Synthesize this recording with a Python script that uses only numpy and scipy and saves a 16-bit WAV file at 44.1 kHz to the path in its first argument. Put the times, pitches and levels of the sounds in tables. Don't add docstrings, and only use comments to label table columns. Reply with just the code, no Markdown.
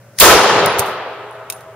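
import sys
import numpy as np
from scipy import signal
from scipy.fft import rfft, irfft, next_fast_len
from scipy.io import wavfile
from scipy.ndimage import uniform_filter1d, map_coordinates

SR = 44100
rng = np.random.default_rng(int(sys.argv[2]) if len(sys.argv) > 2 else 0)


def master_out(mix):
    frames = np.transpose(np.atleast_2d(mix))
    ceiling = np.clip(frames, -1, 1)
    pcm = np.round(ceiling * 32767).astype(np.int16)
    wavfile.write(sys.argv[1], SR, pcm)


def natural_amplitude(level_db):
    exponent = np.asarray(level_db, float) / 20
    return 10 ** exponent


N = 77175
SHOT_S = 0.1998


def unit(x):
    return x / np.sqrt(np.mean(x ** 2) + 1e-20)


def along(points, hz):
    f, v = np.transpose(points)
    return np.interp(np.log(hz + 1), np.log(f + 1), v)


def filtered(x, response):
    size = next_fast_len(N + 8192)
    return irfft(rfft(x, size) * response(np.fft.rfftfreq(size, 1 / SR)), size)[..., :N]


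def since(start_s):
    t = np.arange(N) / SR - start_s
    return np.maximum(t, 0), t >= 0


def stereo_noise(response, near=0):
    # (frequency [Hz], left-right correlation [-1..1])
    likeness = [(60, .9), (130, 1), (290, 0.99), (640, 0.91), (1410, 0.87), (3100, 0.35), (6820, -0.33),
                (11000, -0.55), (15000, -0.19)]

    def mid_side(hz):
        angle = np.arccos(np.clip(along(likeness, hz) + near, -1, 1)) / 2
        return response(hz) * [np.cos(angle), np.sin(angle)]

    mid, side = filtered(rng.standard_normal((2, N)), mid_side)
    return unit(np.array([mid + side, mid - side]))


def coloured(spectrum, near=0):
    return stereo_noise(lambda hz: natural_amplitude(along(spectrum, hz)), near)


def resonances(modes):
    return lambda f: sum(natural_amplitude(db) * 1j * f * w / (c * c - f * f + 1j * f * w) for c, w, db in modes)


def wobble(rate_hz, count):
    knots = rng.standard_normal((count, 120))
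    return np.array([map_coordinates(k, [np.arange(N) * rate_hz / SR]) for k in knots])


def ventilation():
    # (frequency [Hz], density [dB per Hz])
    air = [(18, -61.5), (40, -25), (110, 1.5), (280, -13.5), (560, -8), (900, -15.5), (1600, -15),
           (5000, -34.5)]
    # (frequency [Hz], level [dB])
    hum = [(120, -45.5), (550, -51), (594, -52.5), (1540, -61.5)]
    hz, db = np.transpose(hum)[:, :, None]
    tones = natural_amplitude(db) * np.sin(2 * np.pi * hz * np.arange(N) / SR)
    return natural_amplitude(-47) * coloured(air) + tones.sum(axis=0)


def low_thumps():
    # (time [s], level [dB], frequency [Hz])
    thumps = [
        (0.189, -36, 50),
        (0.226, -15, 65),
        (.29, -19.5, 60),
        (0.343, -18.5, 60),
        (0.7938, -18.5, 115),
    ]
    out = np.zeros(N)
    for start_s, db, hz in thumps:
        t, on = since(start_s)
        out += natural_amplitude(db) * np.sin(2 * np.pi * hz * t) * hz * t * np.exp(1 - 2 * hz * t) * 2
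    return out


def casing_contacts():
    # (time [s], tick level [dB], scatter level [dB], scatter t60 [s], left over right [dB])
    contacts = [(0.6607, -5.5, -34.5, .03, 7), (.783, -44, -24.5, .06, 0), (0.7867, -18.5, -21, .02, -3.5),
                (.7935, -2, -10, 0.054, -2), (.815, -60.5, -37, .3, 0), (.858, -44.5, -34, .3, -1),
                (1.3103, -44.5, -57.5, .03, 5.5), (1.5003, -17.5, -15, .035, -1.5),
                (1.524, -20.5, -30, .07, -1.5), (1.56, -57, -46.5, .3, -7),
                (1.6081, -36.5, -49.5, .08, 3.5)]
    # (frequency [Hz], density [dB per Hz])
    crack_spectrum = [(1800, -41.5), (3500, -21.5), (6000, -11.5), (8500, -8), (13300, -5), (15800, -12.5)]
    # (frequency [Hz], width [Hz], level [dB])
    clink_modes = [(2630, 220, 1.5), (3780, 370, 0), (5300, 300, -2.5), (6340, 300, 0), (8860, 400, 3),
                   (13200, 500, -1.5)]
    # (frequency [Hz], density [dB per Hz])
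    roll_spectrum = [(1500, -39.5), (3000, -7.5), (6000, -6), (9500, -0.5), (12000, -7), (15800, -15)]
    tick_t60_s, floor_from_s = 0.007, 1
    linger_db, linger_t60_s = -27, 0.2

    crack = coloured(crack_spectrum, near=0.26)
    clink = 0.8 * stereo_noise(resonances(clink_modes), near=0.34)
    roll = coloured(roll_spectrum)
    out = np.zeros((2, N))
    for start_s, tick_db, scatter_db, t60_s, pan_db in contacts:
        t, on = since(start_s)
        strike = crack + clink * (start_s > floor_from_s)
        tick = natural_amplitude(tick_db - 60 * t / tick_t60_s) * strike
        early = natural_amplitude(-60 * t / t60_s) * (strike + roll) / 2 ** 0.5
        linger = natural_amplitude(linger_db - 60 * t / linger_t60_s) * roll
        pan = natural_amplitude(np.array([[pan_db / 2], [-pan_db / 2]]))
        out += on * (tick + natural_amplitude(scatter_db) * (early + linger)) * pan
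    return out


def casing_rings():
    # (time [s], level [dB], length [s], share of the brass t60 [ratio])
    flights = [
        (.435, -27, 0.027, 0.4),
        (0.659, -32, 0.094, 1.2),
        (1.3104, -48.5, .055, 0.58),
        (1.508, -52, .016, 1),
        (1.5275, -40, 0.038, 6.9),
        (1.567, -57, .017, .5),
    ]
    brass_hz, beat_hz, beat_share = 9885, 43, 0.85
    brass_t60_s, release_s = 0.3, 0.0026
    out = np.zeros(N)
    for start_s, db, length_s, share in flights:
        t, on = since(start_s)
        tone = np.sin(2 * np.pi * brass_hz * t) + beat_share * np.sin(2 * np.pi * (brass_hz - beat_hz) * t)
        release = np.clip((length_s - t) / release_s, 0, 1)
        out += on * natural_amplitude(db - 60 * t / (share * brass_t60_s)) * tone * release
    return out


def hammer():
    # (frequency [Hz], density [dB per Hz])
    scrape = [(600, -29.5), (1900, -4.5), (2600, -20.5), (4000, -5.5), (6200, -1.5), (7400, -12.5),
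              (9500, -1.5), (15500, -20.5)]
    click_s, click_db, swell_s = 0.1887, -6.5, 0.0013
    trigger_db, trigger_s, rattle_db = -36, 0.012, -19
    t = np.arange(N) / SR - click_s
    before = np.minimum(t, 0)
    rising = natural_amplitude(click_db) * np.exp(before / swell_s) + natural_amplitude(trigger_db) * np.exp(before / trigger_s)
    rattle = natural_amplitude(rattle_db) * (t < SHOT_S - click_s)
    return np.where(t < 0, rising, rattle) * coloured(scrape, near=0.4)


def range_tail():
    # (frequency [Hz], density [dB per Hz])
    answer = [(40, -33), (250, -12), (400, 1.5), (1300, -3.5), (2200, -9.5), (5000, -9.5), (10000, -10),
              (16000, -6)]
    # (frequency [Hz], build-up time [s])
    build_up = [(100, 0.011), (600, 0.026), (2000, .02), (5000, .005), (12000, 0.00081)]
    # (frequency [Hz], t60 [s])
    decay = [(60, 1.5), (400, 2.15), (1200, 2.515), (3000, 2.043), (6000, 1.1), (8500, 0.78), (11000, 0.58),
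             (15000, 0.38)]
    patchy_db = 1.2
    hz, frame_s, z = signal.stft(coloured(answer), SR, nperseg=256, noverlap=192)
    patches = uniform_filter1d(rng.standard_normal(z.shape[1:]), 5, 0)
    patches = unit(uniform_filter1d(patches, 20, 1))
    t = np.maximum(frame_s - SHOT_S, 0)
    rise = 1 - np.exp(-(t / along(build_up, hz)[:, None]) ** 2)
    z = z * rise * natural_amplitude(patchy_db * patches - 60 * t / along(decay, hz)[:, None])
    return natural_amplitude(4) * signal.istft(z, SR, nperseg=256, noverlap=192)[1][:, :N]


def booth_burst(t):
    # (frequency [Hz], density [dB per Hz])
    booth = [(900, -36), (1800, -14), (5000, -9), (11000, 0), (16000, 0)]
    return natural_amplitude(13 - 60 * t / 0.028) * coloured(booth)


def wall_slap():
    # (frequency [Hz], density [dB per Hz])
    slap = [(900, -28), (2000, -6), (3500, -3), (4800, -3), (5600, -29.5)]
    delay_s, level_db, t60_s = 0.0075, 2.5, 0.074
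    t, on = since(SHOT_S + delay_s)
    return on * natural_amplitude(level_db - 60 * t / t60_s) * coloured(slap)


def steel_panels(t):
    # (frequency [Hz], level [dB], share of the panel t60 [ratio])
    panels = [(421, 2.5, 0.64), (398.2, -9.5, 1.3), (514, -7.5, 1), (646.3, -2.5, 1.16), (830, -5, 0.55),
              (898, -8, .7), (1015, -1.5, 0.59), (1288, 0.5, .7)]
    level_db, t60_s, waver_db, waver_hz = -19, 3.9, 3.5, 28
    hz, db, share = np.transpose(panels)[:, :, None]
    waver = waver_db * wobble(waver_hz, count=len(hz))
    modes = natural_amplitude(db - 60 * t / (share * t60_s) + waver) * np.sin(2 * np.pi * hz * t)
    return natural_amplitude(level_db) * modes.sum(axis=0)


def tunnel_boom(t):
    # (frequency [Hz], density [dB per Hz])
    boom = [(20, -34.5), (50, -14), (130, 0.5), (220, 0), (330, -36)]
    level_db, hold_s, t60_s = -29.5, 0.52, 0.8
    return natural_amplitude(level_db - 60 * np.maximum(t - hold_s, 0) / t60_s) * coloured(boom)


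def shot():
    pulse_s, pulse_db, panel_rise_s = 0.00006, 4, 0.02
    t, on = since(SHOT_S)
    pulse = natural_amplitude(pulse_db) * (1 - t / pulse_s) * np.exp(-t / pulse_s)
    swell = 1 - np.exp(-t / panel_rise_s)
    resonant = swell * (steel_panels(t) + tunnel_boom(t))
    return on * (pulse + booth_burst(t) + wall_slap() + range_tail() + resonant)


def scene():
    return ventilation() + low_thumps() + casing_contacts() + casing_rings() + hammer() + shot()


def roll_off(x):
    return signal.sosfilt(signal.butter(12, 15630, fs=SR, output="sos"), x)


def record(dry):
    # (time [s], gain [dB])
    gain = [(0.327, -1.5), (0.351, -3.5), (.4, -4.5), (.6, -1.5), (.76, -2), (0.899, -3.5), (1.3, -5.5),
            (1.6, -3)]
    # (frequency [Hz], density [dB per Hz])
    hiss_spectrum = [(2000, -20.5), (5000, 3), (16000, -2)]
    top_hz, edge_hz = 15900, 250
    notch_hz, notch_width_hz, notch_depth = 7850, 250, 0.85
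    ceiling, hardness = 1.0, 14
    left_db, hiss_db, out_gain = 0.3, -58, 1.14

    def band_limit(f):
        return np.clip((top_hz - f) / edge_hz, 0, 1) ** 2

    def port(f):
        return (1 - notch_depth * np.exp(-((f - notch_hz) / notch_width_hz) ** 2)) * band_limit(f)

    s, db = np.transpose(gain)
    gain_db = np.interp(np.arange(N) / SR, s, db) + np.array([[left_db], [-left_db]])
    x = filtered(dry, port) * natural_amplitude(gain_db)
    x = x / (1 + np.abs(x / ceiling) ** hardness) ** (1 / hardness)
    x = filtered(x + natural_amplitude(hiss_db) * coloured(hiss_spectrum), band_limit)
    mix = np.clip(out_gain * x, -1, 1)
    return roll_off(mix)


dry = scene()
out = record(dry)
master_out(out)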